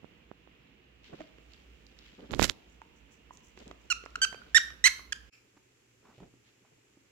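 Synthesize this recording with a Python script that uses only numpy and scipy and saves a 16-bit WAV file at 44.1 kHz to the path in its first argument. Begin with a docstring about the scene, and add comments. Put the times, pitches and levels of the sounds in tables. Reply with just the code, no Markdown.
"""Dog with a squeaky plush toy.

A dog chews the toy on a carpet: bites force air past the squeaker's reed, jaws clack, fur rustles.
Midway a finger scrapes and bumps the right microphone port of a hand-held camera.
At 5.3 s the scene changes to a quieter room, where the dog paws at sofa cushions, far off."""
import sys
import numpy as np
from scipy import signal
from scipy.fft import rfft, irfft, next_fast_len
from scipy.io import wavfile
from scipy.ndimage import map_coordinates

SR = 44100
rng = np.random.default_rng(int(sys.argv[2]) if len(sys.argv) > 2 else 0)


def inscribe(sig):
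    """Save sig as 16-bit PCM at rate SR to the path in sys.argv[1].

    A 1-D sig is mono; a 2-D sig holds one channel per row.
    Samples are clipped to [-1, 1] before scaling.
    """
    pcm = np.round(np.clip(np.atleast_2d(sig).T, -1, 1) * 32767)
    wavfile.write(sys.argv[1], SR, pcm.astype(np.int16))


N = 313551

# Bites on the squeaker. Each row: start, length and closing release in seconds, pitch in Hz, glide in
# Hz/s, fundamental and overtones in dB, cycle split and rasp in 0-1, fundamental's right over left in dB.
BITES = [(3.9008, 0.02823, 0.00353, 1499, -7600, -29.5, -29, 0, .3, 6),
         (4.1553, .007, .005, 1478, 2.5, -25, -36.5, .3, .9, 0),
         (4.2163, .038, 0.00778, 1552, 700.5, -23.5, -25, .05, .22, -4),
         (4.546, 0.03988, 0.01318, 1754, 4998.5, -12.5, -19, 0.02, 0.37, 17),
         (4.840, .045, .0145, 1938, 7000, -15.5, -18, 0.39, .45, 10),
         (5.1222, 0.01092, 0.00941, 1798, -0.5, -24.5, -28, 0.5, 1.0, 4.5)]
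# One such row for the second room; only its echo is heard.
SOFA_BITE = (5.22, .06, .012, 2100, 13000, -36, -43, .1, .9, 0)
# Jaws, teeth and toy knocking. Each row: start in seconds, level in dB, ring in Hz, T60 in seconds,
# relative crack level in dB.
JAW_CLACKS = [(1.2047, -33.5, 629.2, 0.0413, -13), (1.2076, -36, 309.3, 0.055, -4.5),
              (1.217, -50, 614, 0.015, 3.5), (1.384, -40.5, 390, 0.014, -12),
              (2.8169, -37, 914, 0.0207, -7), (3.3079, -36, 995, 0.0195, -30),
              (3.575, -41.5, 354, 0.027, -3), (3.7124, -30, 616.5, 0.00544, -8),
              (4.038, -36, 444.6, 0.0139, -6.5), (4.061, -37.5, 445.4, 0.0165, 0),
              (4.327, -35.5, 420, 0.012, 1), (4.345, -32.5, 480, 0.013, -4.5),
              (4.418, -40, 1452, 0.026, -19), (4.465, -51.5, 1499, 0.027, -15),
              (4.678, -45, 698.6, 0.008, -10), (4.7041, -33, 1166, 0.008, -4.5),
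              (4.994, -39, 1123, 0.014, -7)]
# Wet lips and teeth. Each row: start in seconds, level in dB, pitch in Hz.
LIP_TICKS = [(1.5353, -37.5, 4000), (1.8666, -46.5, 4700), (1.9894, -44.5, 4380), (2.2058, -42.5, 3250),
             (3.3722, -41, 6770), (3.4046, -59.5, 3970), (3.59, -40.5, 5860), (3.679, -38, 6150),
             (4.0544, -41.5, 6660), (4.1049, -50.5, 5700)]
# Finger bumps. Each row: time in seconds, peak in dB, pitch in Hz, left over right in dB.
FINGER_BUMPS = [(0.0337, -40, 197, -29), (0.045, -32, 259, -44.5), (0.3151, -28.5, 335, -20),
                (0.475, -39, 436, -25.5), (2.309, -24.5, 1500, -32.5), (2.335, -17, 695, -36),
                (2.3386, -12.5, 740, -40), (2.3482, -19, 3500, -28), (2.3957, -2, 517, -42),
                (2.4084, -16, 3500, -23.5), (2.4208, -7.5, 520, -28.5), (2.4426, -2.5, 5480, -21.5),
                (2.4461, -15, 600, -15), (2.494, -20, 3000, -5.5), (2.4975, -1, 3600, -15)]
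# Finger strokes. Each row: start and length in seconds, rumble and scratch in dB.
FINGER_STROKES = [(2.31, 0.0286, -36, -43), (2.336, 0.049, -37, -49.5), (2.389, 0.0234, -29.5, -30),
                  (2.418, 0.03095, -23.5, -22), (2.473, 0.0304, -40, -37.5)]
# Paws on cushions. Each row: start in seconds, level in dB, pitch in Hz, T60 in seconds.
PAW_STEPS = [(5.566, -56, 299.5, 0.063), (6.179, -49, 120, 0.12), (6.204, -45.5, 169.5, 0.066),
             (6.21, -55, 50, 0.21), (6.23, -51.5, 136.9, 0.14), (6.338, -46.5, 273.4, 0.0291),
             (6.971, -50, 298, 0.0297)]
# Dragged cloth. Each row: start in seconds, level in dB, length in seconds.
CLOTH_SCUFFS = [(5.561, -62.5, 0.024), (6.001, -65, 0.1766), (6.194, -63, 0.024), (6.61, -72.5, 0.108)]

# Movements. Each row: start and nominal length in seconds, level in dB.
WEIGHT_SHIFTS = [(0, 0.4, -68.5), (1.09, 0.215, -53), (2.18, 0.136, -50.5), (2.288, 0.119, -42.5),
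                 (3.583, 0.214, -51.5), (6.02, 0.207, -61.5), (6.2, 0.139, -62.5)]
FUR_BRUSHES = [(1.03, 0.161, -58), (1.14, 0.263, -62), (1.49, 0.3, -65.5), (1.96, 0.43, -61.5),
               (3.56, 0.215, -61), (6.13, 0.18, -67), (6.44, 0.145, -68.5)]
PLUSH_GNAWS = [(2.68, 0.14, -71.5), (2.955, 0.066, -67.5), (3.105, 0.107, -64.5), (3.315, 0.13, -63),
               (3.425, 0.133, -63), (3.56, .25, -69.5), (3.8, 0.25, -74.5)]

# Level curves. Each row: time in seconds, level in dB.
STIRRING_DB = [(.9, -75.5), (1.3, -74.5), (2.6, -69.5), (3, -82), (4.4, -65.5), (5.3, -78), (5.9, -78.5),
               (7.1, -77.5)]
DRONE_LEVEL_DB = [(0, -67.5), (.8, -72.5), (1.5, -62), (3.3, -64), (4.2, -60.5), (5.3, -58.5)]
# Change of room. Each row: time in seconds, first room's gain, second room's gain.
ROOM_GAINS = [(5.292, 1, 0), (5.302, .04, 0), (5.322, 0, .1), (5.335, 0, 1)]

# Spectra. Each row: frequency in Hz, relative level in dB.
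REED_DB = [(400, -34), (1000, -15.5), (1400, 4), (2700, 5), (3400, -4.5), (4200, -4), (5600, -4.5),
           (7400, -5), (9000, -3.5), (11000, -7.5), (14000, -12.5), (16000, -19)]
WET_PLUSH_DB = [(3500, -30.5), (5000, -14.5), (5800, -3), (7800, -3.5), (9500, -10.5), (15000, -11.5)]
RUMBLE_DB = [(25, -13.5), (50, -1), (120, -7), (200, -10.5), (350, -8.5), (700, -26.5), (1500, -39),
             (4000, -69)]
SCRATCH_DB = [(150, -21), (500, -12), (1400, 5), (3000, 4), (5200, 2.5), (8000, 2), (12000, 4), (16000, -8)]
CLOTH_DB = [(300, -19.5), (700, -0.5), (1100, 2.5), (1800, -8.5), (4000, -17), (9000, -23)]
SHUFFLE_DB = [(60, -11), (200, 2.5), (420, 0.5), (680, -7), (950, -14), (2000, -22.5), (5000, -42.5)]
FUR_DB = [(400, -20.5), (1200, -1), (3000, 7.5), (4800, -1), (7400, -11.5), (10000, -15), (15000, -9.5)]
SQUEAK_ECHO_DB = [(2000, 0.5), (4500, 0.5), (7000, -2.5), (12000, -1.5)]
DRONE_BAND_DB = [(30, -32), (48, -8.5), (58, 9), (68, -4), (100, -35)]
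FIRST_ROOM_DB = [(25, -32), (57, -11), (95, -16), (140, -13.5), (290, -15), (390, -19.5), (470, -16.5),
                 (540, -23), (950, -27), (1500, -28), (2800, -20.5), (4800, -45), (7400, -46.5),
                 (16000, -36)]
SECOND_ROOM_DB = [(25, -38), (58, -2.5), (88, -11), (120, 7), (165, -27), (250, -6.5), (420, -5),
                  (600, -15.5), (1200, -17), (2600, -11.5), (3800, -23.5), (7200, -16), (12000, -16),
                  (16000, -24.5)]
MICROPHONE_DB = [(7500, 0.5), (8500, -12)]

# Shading of the squeak's overtones. Each row: frequency in Hz, right over left in dB.
OVERTONE_SHADE_DB = [(2700, 12.5), (5400, 5), (7300, 14.5), (8600, 1.5), (15000, 1.5)]
# Direct sound at the ports. Each row: frequency in Hz, left port's lead in radians.
LEFT_LEAD_RAD = [(100, 0.17), (1300, 1.5), (16000, 1.9)]
# Diffuse field. Each row: frequency in Hz, left-right correlation.
COHERENCE = [(60, 0.92), (130, .8), (290, 0.999), (640, -0.51), (1400, 0.13), (3000, -0.112)]
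# Room decay. Each row: frequency in Hz, T60 in seconds.
ROOM_T60_S = [(150, 0.56), (800, 1), (1800, 0.351), (5000, 0.4046), (8000, 0.3), (15000, 0.69)]


def squeak(bite, attack_s=.0018, strain_s=.037, scoop=.05, scoop_s=.002, sag_hz_per_s=48000):
    """Air squeezed past a small reed; under strain its cycles alternate and break into rasp."""
    _, length_s, release_s, hz, glide_hz_per_s, base_db, over_db, split, rasp, _ = bite
    t = np.arange(int(length_s * SR)) / SR
    released_s = np.maximum(t - (length_s - release_s), 0)
    pressure = np.minimum(t / attack_s, 1) * np.clip(1 - released_s / release_s, 0, 1) ** .75
    strain = np.minimum(t / strain_s + .3, 1)
    split, rasp = split * strain, rasp * strain
    pitch_hz = hz + glide_hz_per_s * t - sag_hz_per_s * released_s
    pitch_hz *= 1 - scoop * np.exp(-t / scoop_s) + .006 * wobble(150, len(t))  # starts flat, wavers
    pitch_hz *= 1 + (.003 + .06 * rasp) * wobble(1500, len(t))
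    phase = 2 * np.pi * np.cumsum(pitch_hz) / SR
    tone = amp(base_db) * np.cos(phase)
    for order in np.r_[1, 3:25] / 2:
        flutter_db = (1.5 + 4 * rasp) * wobble(160, len(t))  # the squashed bulb shifts the balance
        rolloff_db = 2.37 * max(order - 5, 0)  # the reed closes softly
        gain = amp(over_db + along(REED_DB, order * np.abs(pitch_hz)) + flutter_db - rolloff_db)
        if order % 1:  # half orders come from alternating cycles
            gain *= split
        tone += gain * (order * pitch_hz < SR / 2) * np.cos(order * phase + rng.uniform(0, np.pi))
    # Turbulent air escapes each time the reed opens.
    hiss = coloured(rng.standard_normal(len(t)) * (1 + np.cos(phase)), REED_DB)
    return pressure * (tone + amp(over_db - 1) * rasp * hiss)


def squeaker(echo_db=-12.5):
    """A run of bites, the toy pointing another way for each, plus the room's echo."""
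    straight, emitted = np.zeros((2, N)), np.zeros(N)
    for bite in BITES:
        start_s, right_db = bite[0], bite[-1]
        chirp = squeak(bite)
        add(emitted, start_s, chirp)
        add(straight, start_s, direct(chirp, [(2100, right_db)] + OVERTONE_SHADE_DB))
    echo = reverb(equalised(emitted, SQUEAK_ECHO_DB))
    return straight + amp(echo_db) * echo * pan(3.5)


def mouth(crack_t60_s=.014, tick_t60_s=.0082, tick_trim_db=-3):
    """Closing jaws ring the mouth cavity under a short crack; lips and teeth tick."""
    out, t = np.zeros(N), np.arange(SR // 8) / SR
    crack_band_db = [(100, -8), (300, 0), (2200, 0), (4000, -16), (7500, -19), (10000, -30)]
    for start_s, db, hz, t60_s, crack_db in JAW_CLACKS:
        crack = amp(crack_db - 60 * t / crack_t60_s) * coloured(rng.standard_normal(len(t)), crack_band_db)
        add(out, start_s, amp(db) * (ring(t, hz, t60_s) + crack))
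    for start_s, db, hz in LIP_TICKS:
        tick_band_db = [(hz / 4, -25), (hz * .7, -5), (hz, 0), (hz * 1.3, -6), (hz * 2, -26)]
        tick = coloured(rng.standard_normal(len(t)), tick_band_db)
        add(out, start_s, amp(db + tick_trim_db - 60 * t / tick_t60_s) * tick)
    return out


def gnawing():
    """Wet plush fibres fizz between the teeth."""
    return swells(PLUSH_GNAWS) * patchy(WET_PLUSH_DB, depth_db=3, rate_hz=250) * pan(3)


def finger_scrapes(grip_s=.004, slip_t60_s=.066):
    """Skin grips the right port, sticks and slips across it, then lifts."""
    power = np.zeros((2, N))
    for start_s, length_s, rumble_db, scratch_db in FINGER_STROKES:
        t = np.arange(int((length_s + 2 * slip_t60_s) * SR)) / SR
        contact = np.minimum(t / grip_s, 1) * amp(-60 * np.maximum(t - length_s, 0) / slip_t60_s)
        add(power, start_s, (amp([[rumble_db], [scratch_db]]) * contact) ** 2)
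    rumble_gain, scratch_gain = np.sqrt(power)
    rumble = rumble_gain * coloured(rng.standard_normal((2, N)), RUMBLE_DB)
    grain_db = 3 * np.clip(wobble(1500), -2, 2)
    judder_db = 4 * np.clip(wobble(280), -2, 2)
    friction = rng.standard_normal((2, N)) * amp(grain_db + judder_db)
    scratch = scratch_gain * coloured(friction, SCRATCH_DB)
    return rumble * amp([[-24], [0]]) + scratch * amp([[-21], [0]])


def finger_bumps(port_hz=3700, width_hz=1100, resonance_db=3):
    """Pressure builds, snaps over as the skin lets go and leaks away, ringing the port's cavity."""
    def cavity(f):
        return 1 + amp(resonance_db) * 1j * f * width_hz / (port_hz ** 2 - f ** 2 + 1j * f * width_hz)

    out, t = np.zeros((2, N)), np.arange(-SR // 50, SR // 25) / SR
    for time_s, db, hz, left_db in FINGER_BUMPS:
        u = 3.59 * hz * t
        pressure = -np.tanh(5 * u) * np.exp(-np.abs(u))
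        spike = filtered(pressure, lambda f: cavity(f) * 1j * f / (1j * f + hz / 2))
        spike /= np.abs(spike).max()
        add(out, time_s + t[0], amp(db) * spike * amp([[left_db], [0]]))
    return out


def paws(puff_db=-9, attack_s=.00039):
    """Cushions take each step with a dull thud and a puff; cloth scuffs in between."""
    out, t = np.zeros(N), np.arange(SR // 4) / SR
    for start_s, db, hz, t60_s in PAW_STEPS:
        puff = amp(puff_db - 60 * t / t60_s) * coloured(rng.standard_normal(len(t)), SHUFFLE_DB)
        add(out, start_s, amp(db) * (ring(t, hz, t60_s) + puff) * (1 - np.exp(-t / attack_s)))
    for start_s, db, length_s in CLOTH_SCUFFS:
        n = int(length_s * SR)
        friction = rng.standard_normal(n) * amp(2.7 * wobble(199.5, n))
        add(out, start_s, amp(db) * np.hanning(n) * coloured(friction, CLOTH_DB))
    return out


def rustle():
    """The body drags on floor or sofa; fur and plush catch in tiny bursts."""
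    stir_db, = curves(STIRRING_DB)
    body_gain = np.hypot(swells(WEIGHT_SHIFTS), amp(stir_db + 2))
    fur_gain = np.hypot(swells(FUR_BRUSHES), amp(stir_db))
    body = body_gain * patchy(SHUFFLE_DB, depth_db=5, rate_hz=51)
    fur = fur_gain * patchy(FUR_DB, depth_db=3, rate_hz=330)
    return (body + fur) * pan(.67)


def direct(x, shade_db):
    """Sound straight from the dog, earlier at the left port and shaded between the two."""
    def ports(hz):
        right = amp(along(shade_db, hz))
        left = np.exp(1j * along(LEFT_LEAD_RAD, hz))
        return np.array([left, right]) / np.sqrt((1 + right ** 2) / 2)
    return filtered(x, ports)


def reverb(x, wall_s=.033, wall_db=-11, build_s=.0046):
    """A diffuse tail with one stronger echo from the far wall."""
    hz, t, noise = signal.stft(rng.standard_normal((2, SR * 3 // 4)), SR, nperseg=256)
    envelope = amp(-60 * t / along(ROOM_T60_S, hz)[:, None]) * (1 - np.exp(-t / build_s))
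    _, tail = signal.istft(noise * envelope, SR, nperseg=256)
    tail /= np.linalg.norm(tail[0])
    tail[:, round(wall_s * SR)] += amp(wall_db)
    return signal.fftconvolve(x[None], tail, axes=1)[:, :N]


def first_room_tone():
    """Faint air over a low drone that slowly swells."""
    drone_db, = curves(DRONE_LEVEL_DB)
    drone = amp(drone_db) * diffuse(DRONE_BAND_DB)
    air = amp(-63) * diffuse(FIRST_ROOM_DB) * amp(.5 * wobble(6))
    return (drone + air) * pan(4.9)


def diffuse(spectrum_db):
    """Stereo noise from all around: alike in the bass, unrelated in the treble."""
    def mid_side(hz):
        angle = np.arccos(np.clip(along(COHERENCE, hz), -1, 1)) / 2
        return np.array([np.cos(angle), np.sin(angle)])
    mid, side = filtered(rng.standard_normal((2, N)), mid_side)
    return coloured(np.array([mid + side, mid - side]), spectrum_db)


def patchy(spectrum_db, depth_db, rate_hz):
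    """Diffuse noise with a flickering level, at rms 1."""
    return unit(diffuse(spectrum_db) * amp(depth_db * wobble(rate_hz)))


def swells(movements, rise_share=.202):
    """Gain of movements that each rise quickly and ebb away."""
    gain = np.zeros(N)
    for start_s, length_s, db in movements:
        u = np.arange(int(2 * length_s * SR)) / (rise_share * length_s * SR)
        add(gain, start_s, amp(db) * u * np.exp(1 - u))
    return gain


def ring(t, hz, t60_s):
    """One damped resonance."""
    return np.sin(2 * np.pi * hz * t) * amp(-60 * t / t60_s) * (1 - np.exp(-4 * hz * t))


def wobble(rate_hz, size=N):
    """Smooth random curve with knots at rate_hz."""
    knots = rng.standard_normal(int(size * rate_hz / SR) + 4)
    return map_coordinates(knots, [np.arange(size) * rate_hz / SR])


def amp(db):
    """Decibels to gain."""
    return 10 ** (np.asarray(db) / 20)


def pan(right_db):
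    """Left and right gains."""
    return amp([[-right_db / 2], [right_db / 2]])


def unit(x):
    """Scale to rms 1."""
    return x / np.sqrt(np.mean(x ** 2) + 1e-20)


def along(points, hz):
    """Read (Hz, value) points on a log axis."""
    knots_hz, values = np.transpose(points)
    return np.interp(np.log(hz + 1), np.log(knots_hz + 1), values)


def curves(rows):
    """Each column after the time, read at every sample."""
    times_s, *columns = np.transpose(rows)
    return [np.interp(np.arange(N) / SR, times_s, column) for column in columns]


def filtered(x, response):
    """Apply a response given as a function of Hz."""
    n = x.shape[-1]
    padded = next_fast_len(n + 8192)
    return irfft(rfft(x, padded) * response(np.fft.rfftfreq(padded, 1 / SR)), padded)[..., :n]


def equalised(x, spectrum_db):
    """Filter by (Hz, dB) points."""
    return filtered(x, lambda hz: amp(along(spectrum_db, hz)))


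def coloured(x, spectrum_db):
    """Equalise, then scale to rms 1."""
    return unit(equalised(x, spectrum_db))


def add(track, start_s, x):
    """Mix x into the track."""
    part = track[..., round(start_s * SR):][..., :x.shape[-1]]
    part += x[..., :part.shape[-1]]


def scene():
    """Chewing and handling in the first room, pawing in the second, rustle in both."""
    chewing = mouth()
    handling = finger_scrapes() + finger_bumps()
    on_sofa = paws()
    add(on_sofa, SOFA_BITE[0], squeak(SOFA_BITE))
    near = squeaker() + direct(chewing, shade_db=[(500, 3.1), (4000, 16.4)])
    near += gnawing() + first_room_tone() + handling
    near += reverb(amp(-12.5) * chewing + amp(-32) * handling[1])
    far = on_sofa * pan(2.6) + amp(-10.5) * reverb(on_sofa)
    far += amp(-66.5) * diffuse(SECOND_ROOM_DB) * pan(1.3)
    near_gain, far_gain = curves(ROOM_GAINS)
    return near_gain * near + far_gain * far + (near_gain + far_gain) * rustle()


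def record(dry, limit_hz=16200):
    """The microphone dulls the top octave; a steep low-pass ends the band."""
    dulled = equalised(dry, MICROPHONE_DB)
    return filtered(dulled, lambda hz: 1 / (1 + (hz / limit_hz) ** 120))


dry = scene()
out = record(dry)
inscribe(out)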